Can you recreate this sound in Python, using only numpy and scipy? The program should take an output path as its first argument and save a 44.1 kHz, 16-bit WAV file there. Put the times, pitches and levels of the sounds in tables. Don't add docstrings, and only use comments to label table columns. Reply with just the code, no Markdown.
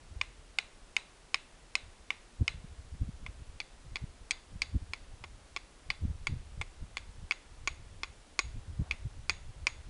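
import sys
import numpy as np
from scipy import signal
from scipy.fft import rfft, irfft, next_fast_len
from scipy.io import wavfile

SR = 44100
rng = np.random.default_rng(int(sys.argv[2]) if len(sys.argv) > 2 else 0)


def log_audio(samples):
    frames = np.atleast_2d(samples).T
    limited = np.clip(frames, -1, 1)
    pcm = np.round(limited * 32767).astype(np.int16)
    wavfile.write(sys.argv[1], SR, pcm)


N = 436149
TIME_S = np.arange(N) / SR
BLOW_S = np.arange(SR // 3) / SR
CONTACT_S = np.arange(1024) / SR


def undb(db):
    return 10 ** (np.asarray(db) / 20)


def unit(x):
    return x / np.sqrt(np.mean(x ** 2))


def add(track, start_s, sound):
    start = max(int(start_s * SR), 0)
    part = sound[:max(len(track) - start, 0)]
    track[start:start + len(part)] += part


def noise(points, size):
    hz, level_db = np.transpose(points)
    size_fft = next_fast_len(size)
    bins_hz = np.arange(size_fft // 2 + 1) * SR / size_fft
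    gain = undb(np.interp(np.log(bins_hz + 1), np.log(hz), level_db))
    spectrum = rfft(rng.standard_normal(size_fft)) * gain
    return unit(irfft(spectrum, size_fft)[:size])


def swell(centre_s, length_s):
    return np.exp(-2 * ((TIME_S - centre_s) / length_s) ** 2)


# (relative, per Hz)
HISS_SPECTRUM = [(20, 3), (100, 0.5), (250, 1), (500, -0.5), (1000, -3.5), (2100, -7.5), (3200, -9),
                 (5000, -11), (8000, -13), (10300, -15)]


def hiss(level_db=-59.5):
    return undb(level_db) * noise(HISS_SPECTRUM, size=N)


# time_s, flow_db
BREEZE_FLOW = [(0, -47), (0.25, -56), (0.7, -64), (2.33, -63.5), (2.5, -50), (3.5, -47), (3.68, -61.5),
               (3.95, -47.5), (4.42, -59), (4.58, -53.5), (5.3, -49.5), (5.75, -65), (6.05, -53),
               (7.2, -49.5), (7.35, -72), (7.57, -47), (8.02, -48.5), (8.27, -67), (8.5, -43), (9.89, -49)]
# crest_s, length_s, gust_db, eddy_db, eddy_hz
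GUST_EDDIES = [(0.16, 0.11, -46.5, -37, 65), (1.866, 0.11, -52, -50, 70), (2.421, 0.033, -31.5, -26, 125),
               (2.549, .07, -42, -38, 100), (2.646, 0.018, -43, -35, 136), (2.95, 0.074, -41.5, -40, 109),
               (3.032, 0.038, -34.5, -30.5, 133), (3.091, 0.033, -36.5, -30, 154),
               (3.26, 0.079, -41.5, -42.5, 127), (3.868, .05, -44.5, -41.5, 100),
               (4.041, 0.047, -43, -29, 119), (4.56, 0.084, -40, -38.5, 129), (4.762, 0.098, -35, -24, 128),
               (5.892, .04, -42, -42, 91), (6.053, 0.073, -33.5, -25.5, 162), (6.111, 0.063, -36, -30, 104),
               (6.325, .13, -36, -30, 129), (6.58, .1, -41, -36, 115), (6.83, 0.03, -37.5, -41, 119),
               (7.233, 0.032, -39, -38, 125), (8.551, 0.055, -41, -33.5, 84), (8.798, 0.076, -36, -23, 125),
               (9.071, 0.085, -41, -37, 116)]
# centre_hz, level_db, growth (dB per dB of gust)
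RUMBLE_BANDS = [(19.9, -54, 0.72), (36, -55, 0.39), (63.7, -52.5, 1.1269), (99.9, -60.5, 1.44),
                (147, -69, 1.26), (239.5, -78, 1.7359), (384, -90, 1.73)]


def wind(moderate_db=-47, flutter_db=4.5, flutter_hz=17):
    flow = undb(np.interp(TIME_S, *np.transpose(BREEZE_FLOW)))
    for crest_s, length_s, gust_db, *_ in GUST_EDDIES:
        flow = np.maximum(flow, undb(gust_db) * swell(crest_s, length_s))
    puff_spectrum = [(flutter_hz / 4, -20), (flutter_hz / 2, 0), (flutter_hz, 0), (2 * flutter_hz, -80)]
    puffs = noise(puff_spectrum, size=N)
    gust_rel_db = 20 * np.log10(flow) - moderate_db + flutter_db * np.minimum(puffs, 1.5)
    out = 0
    for centre_hz, level_db, growth in RUMBLE_BANDS:
        sos = signal.butter(3, [centre_hz / 1.3, centre_hz * 1.3], "band", fs=SR, output="sos")
        band = unit(signal.sosfilt(sos, rng.standard_normal(N)))
        out = out + band * undb(level_db + growth * gust_rel_db)
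    return out


def buffets(width_cycles=0.34, wake_db=-9, wake_stretch=2.2):
    out = np.zeros(N)
    half_s = BLOW_S.mean()
    t = BLOW_S - half_s
    phases = rng.random((len(GUST_EDDIES), 2))
    for (crest_s, _, _, eddy_db, eddy_hz), turns in zip(GUST_EDDIES, phases):
        for hz, share_db, turn in zip([eddy_hz, eddy_hz / wake_stretch], [0, wake_db], turns):
            bell = np.exp(-.5 * (hz * t / width_cycles) ** 2)
            swing = np.cos(2 * np.pi * (hz * t + turn)) * bell
            add(out, crest_s - half_s, undb(eddy_db + share_db) * swing)
    return out


def resonance(bins_hz, centre_hz, width_hz):
    return (1 + (2 * (bins_hz - centre_hz) / width_hz) ** 2) ** -2


def colour(hz, bass_db, treble_db, top_db):
    corners_hz = [1420, 1980, 2930, 4430, 5400, 6600]
    return np.interp(hz, corners_hz, [bass_db, 0, 0, treble_db, treble_db, top_db])


# centre_hz, width_hz, grip1_db, grip2_db, grip3_db
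CLACK_RESONANCES = [(367, 190, -24.5, -15, -19), (806, 235, -17, -14, -20.5), (1093, 250, -9, -8, -10.5),
                    (1422, 176, -12.5, -13, -14.5), (2172, 270, 0.5, -20, -18), (2255, 383, -7, 1.5, -0.5),
                    (2476, 330, 2, -7.5, -3), (2930, 300, -6.5, -13.5, -21), (3410, 340, -19.5, -9, -11.5),
                    (3680, 310, -10.5, -30, -42.5), (4360, 740, -32, -14, -21),
                    (4610, 830, -13, -14.5, -15), (5050, 510, -10.5, -15.5, -19),
                    (5730, 1300, -22, -22.5, -22), (6715, 410, -14.5, -18.5, -17.5),
                    (8270, 1560, -25, -27.5, -32), (9000, 1360, -45, -36.5, -36)]


def clack(grip, tint, size_db=12.0, detune=0.013, scatter_db=1.0):
    bins_hz = np.arange(len(CONTACT_S) // 2 + 1) * SR / len(CONTACT_S)
    power = 1e-9
    draws = rng.standard_normal((len(CLACK_RESONANCES), 2))
    for (centre_hz, width_hz, *grip_db), (shift, swing) in zip(CLACK_RESONANCES, draws):
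        mode_gain = undb(grip_db[grip] + scatter_db * swing)
        power = power + mode_gain ** 2 * resonance(bins_hz, centre_hz * (1 + detune * shift), width_hz)
    gain = unit(np.sqrt(power)) * undb(size_db + colour(bins_hz, *tint))
    cepstrum = irfft(np.log(gain))
    cepstrum[1:len(bins_hz) - 1] *= 2
    cepstrum[len(bins_hz):] = 0
    return irfft(np.exp(rfft(cepstrum)))


def scrape(response, start_s, fade_s, above_hz, grain_db=4):
    grains = rng.standard_normal(len(CONTACT_S)) * undb(grain_db * rng.standard_normal(len(CONTACT_S)))
    burst = grains * (CONTACT_S > start_s) * np.exp(-CONTACT_S / fade_s)
    ring = signal.sosfilt(signal.butter(2, above_hz, "high", fs=SR, output="sos"), response)
    sound = signal.fftconvolve(burst, ring)
    return sound * np.linalg.norm(ring) / np.linalg.norm(sound)


# centre_hz, width_hz, t60_s, grip1_db, grip2_db, grip3_db
FREE_STEEL_MODES = [(2090, 260, 0.33, -4, -5, -3), (2630, 760, 0.4, -1.5, -8, -4.5),
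                    (3510, 210, 0.41, -7, -8, -7.5), (3945, 390, 0.26, 1.5, -5.5, -3),
                    (4610, 550, 0.36, -13, -6.5, -8.5), (6700, 290, 0.29, -8, -13, -1.5),
                    (8170, 300, 0.31, -7, -21, -16)]


def steel_ring(grip, tint, rise_s=0.0033):
    bins_hz = np.arange(len(BLOW_S) // 2 + 1) * SR / len(BLOW_S)
    out = 0
    for centre_hz, width_hz, t60_s, *grip_db in FREE_STEEL_MODES:
        spectrum = rfft(rng.standard_normal(len(BLOW_S))) * np.sqrt(resonance(bins_hz, centre_hz, width_hz))
        band = unit(irfft(spectrum, len(BLOW_S)))
        level_db = grip_db[grip] + colour(centre_hz, *tint)
        out = out + band * undb(level_db - 60 * BLOW_S / t60_s)
    return out * (1 - np.exp(-BLOW_S / rise_s))


# pitch_hz, level_db
FOREST_SPECTRUM = [(300, -13.5), (1100, -6.5), (1600, -7), (2200, -1.5), (3100, -13.5), (4200, -15.5),
                   (6000, -16), (10000, -28)]


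def forest(early_db=-34, early_t60_s=0.088, late_db=-44, late_t60_s=0.56, rise_s=0.0014):
    early = undb(early_db - 60 * BLOW_S / early_t60_s)
    late = undb(late_db - 60 * BLOW_S / late_t60_s)
    return noise(FOREST_SPECTRUM, size=len(BLOW_S)) * (early + late) * (1 - np.exp(-BLOW_S / rise_s))


# start_s, level_db, bass_db, treble_db, top_db, scrape_db, touch_delay_ms, touch_db
BLOWS = [(0.213, -14.5, -1, -6, -7.5, -4, 9.5, -29), (0.5865, -12, 0, 0, -5, -5.5, 11, -25),
         (0.9658, -11.5, -4, -2.5, -3, -4.5, 11.2, -31), (1.3435, -11.5, -2.5, -2.5, -4.5, -2.5, 13, -19),
         (1.7535, -12, -1.5, 1, -2, -11.5, 7.9, -20), (2.1046, -13, -0.5, -12, -14, -6, 9.3, -27),
         (2.4795, -12, -5, -1, -4, -6, 11, -26), (3.264, -26, -0.5, -12, -7, -7, 6.1, -20),
         (3.6022, -21, -2, 2, -1.5, -7, 13, -15.5), (3.9577, -19, -3, -4.5, -7, -6.5, 10.5, -8.5),
         (4.3089, -14, -10.5, 3.5, 5, -9.5, 7.3, -11.5), (4.6192, -15.5, -5.5, 4.5, 3.5, -8, 12, -19),
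         (4.9351, -20, 1, -0.5, -2, -12, 8.6, -22), (5.2396, -30.5, 8, -5, -4, -2, 7.9, -21),
         (5.5636, -18.5, 0.5, -3, -2.5, -7.5, 7.1, -7.5), (5.9028, -14.5, -3.5, -2.5, -8.5, -8, 12, -21),
         (6.27, -17, 2.5, -1, 0.5, -8, 3.4, -12), (6.6138, -20.5, 4, -9.5, 0.5, -5.5, 11, -20),
         (6.9704, -17, -0.5, -5.5, -1.5, -12.5, 10, -13), (7.3102, -12.5, 0.5, -2, -6, -10, 10.4, -8),
         (7.6748, -12.5, 3, -1.5, -2.5, -6.5, 10, -22), (8.0338, -17.5, 4.5, 0, -4.5, -11.5, 9.7, -13.5),
         (8.3913, -11.5, 4.5, 4.5, 4.5, -8.5, 7.3, -17), (8.9109, -14, -4, -5.5, -9.5, -11.5, 9.3, -12),
         (9.2959, -11, 3.5, 0.5, 2, -10, 9.7, -14), (9.6693, -10.5, 1.5, -0.5, -0.5, -9, 10, -21)]
NEW_GRIP_S = [3.0, 7.1]
# scrape_start_s, scrape_fade_s
EDGE_DRAG = [(.0009, 0.0016), (.0018, 0.0039), (.0023, .0028)]
STEEL_RING_DB = [-41, -37, -40.5]


def strikes(contact_db=-1.5, contact_treble_db=0.5, bite_db=2.0, scraping_db=2.0):
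    out = np.zeros(N)
    for start_s, level_db, *tint, scrape_db, touch_delay_ms, touch_db in BLOWS:
        grip = np.searchsorted(NEW_GRIP_S, start_s)
        edge = clack(grip, tint)
        contact = clack(grip, np.array(tint) + [0, contact_treble_db, contact_treble_db])
        blow = forest() + undb(STEEL_RING_DB[grip]) * steel_ring(grip, tint)
        add(blow, 0, undb(contact_db) * contact)
        bite = scrape(edge, start_s=.0001, fade_s=0.0013, above_hz=4560)
        add(blow, 0, undb(bite_db) * bite)
        drag = scrape(edge, *EDGE_DRAG[grip], above_hz=320)
        add(blow, 0, undb(scrape_db + scraping_db) * drag)
        touch = scrape(contact, start_s=0, fade_s=0.00088, above_hz=840)
        add(blow, touch_delay_ms / 1000, undb(touch_db) * touch)
        add(out, start_s, undb(level_db) * blow)
    return out


# centre_s, length_s, level_db
SLEEVE_SWISH = (8.86, 0.11, -60)
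# pitch_hz, level_db
CLOTH_SPECTRUM = [(200, -17), (650, 4), (1200, -2), (2000, -13), (5000, -24), (10000, -40)]


def sleeve():
    centre_s, length_s, level_db = SLEEVE_SWISH
    return undb(level_db) * swell(centre_s, length_s) * noise(CLOTH_SPECTRUM, size=N)


def scene():
    return (hiss() + wind() + buffets() + strikes() + sleeve())[None]


def record(dry, top_hz=10600):
    return signal.sosfilt(signal.ellip(8, .3, 60, top_hz, fs=SR, output="sos"), dry)


dry = scene()
out = record(dry)
log_audio(out)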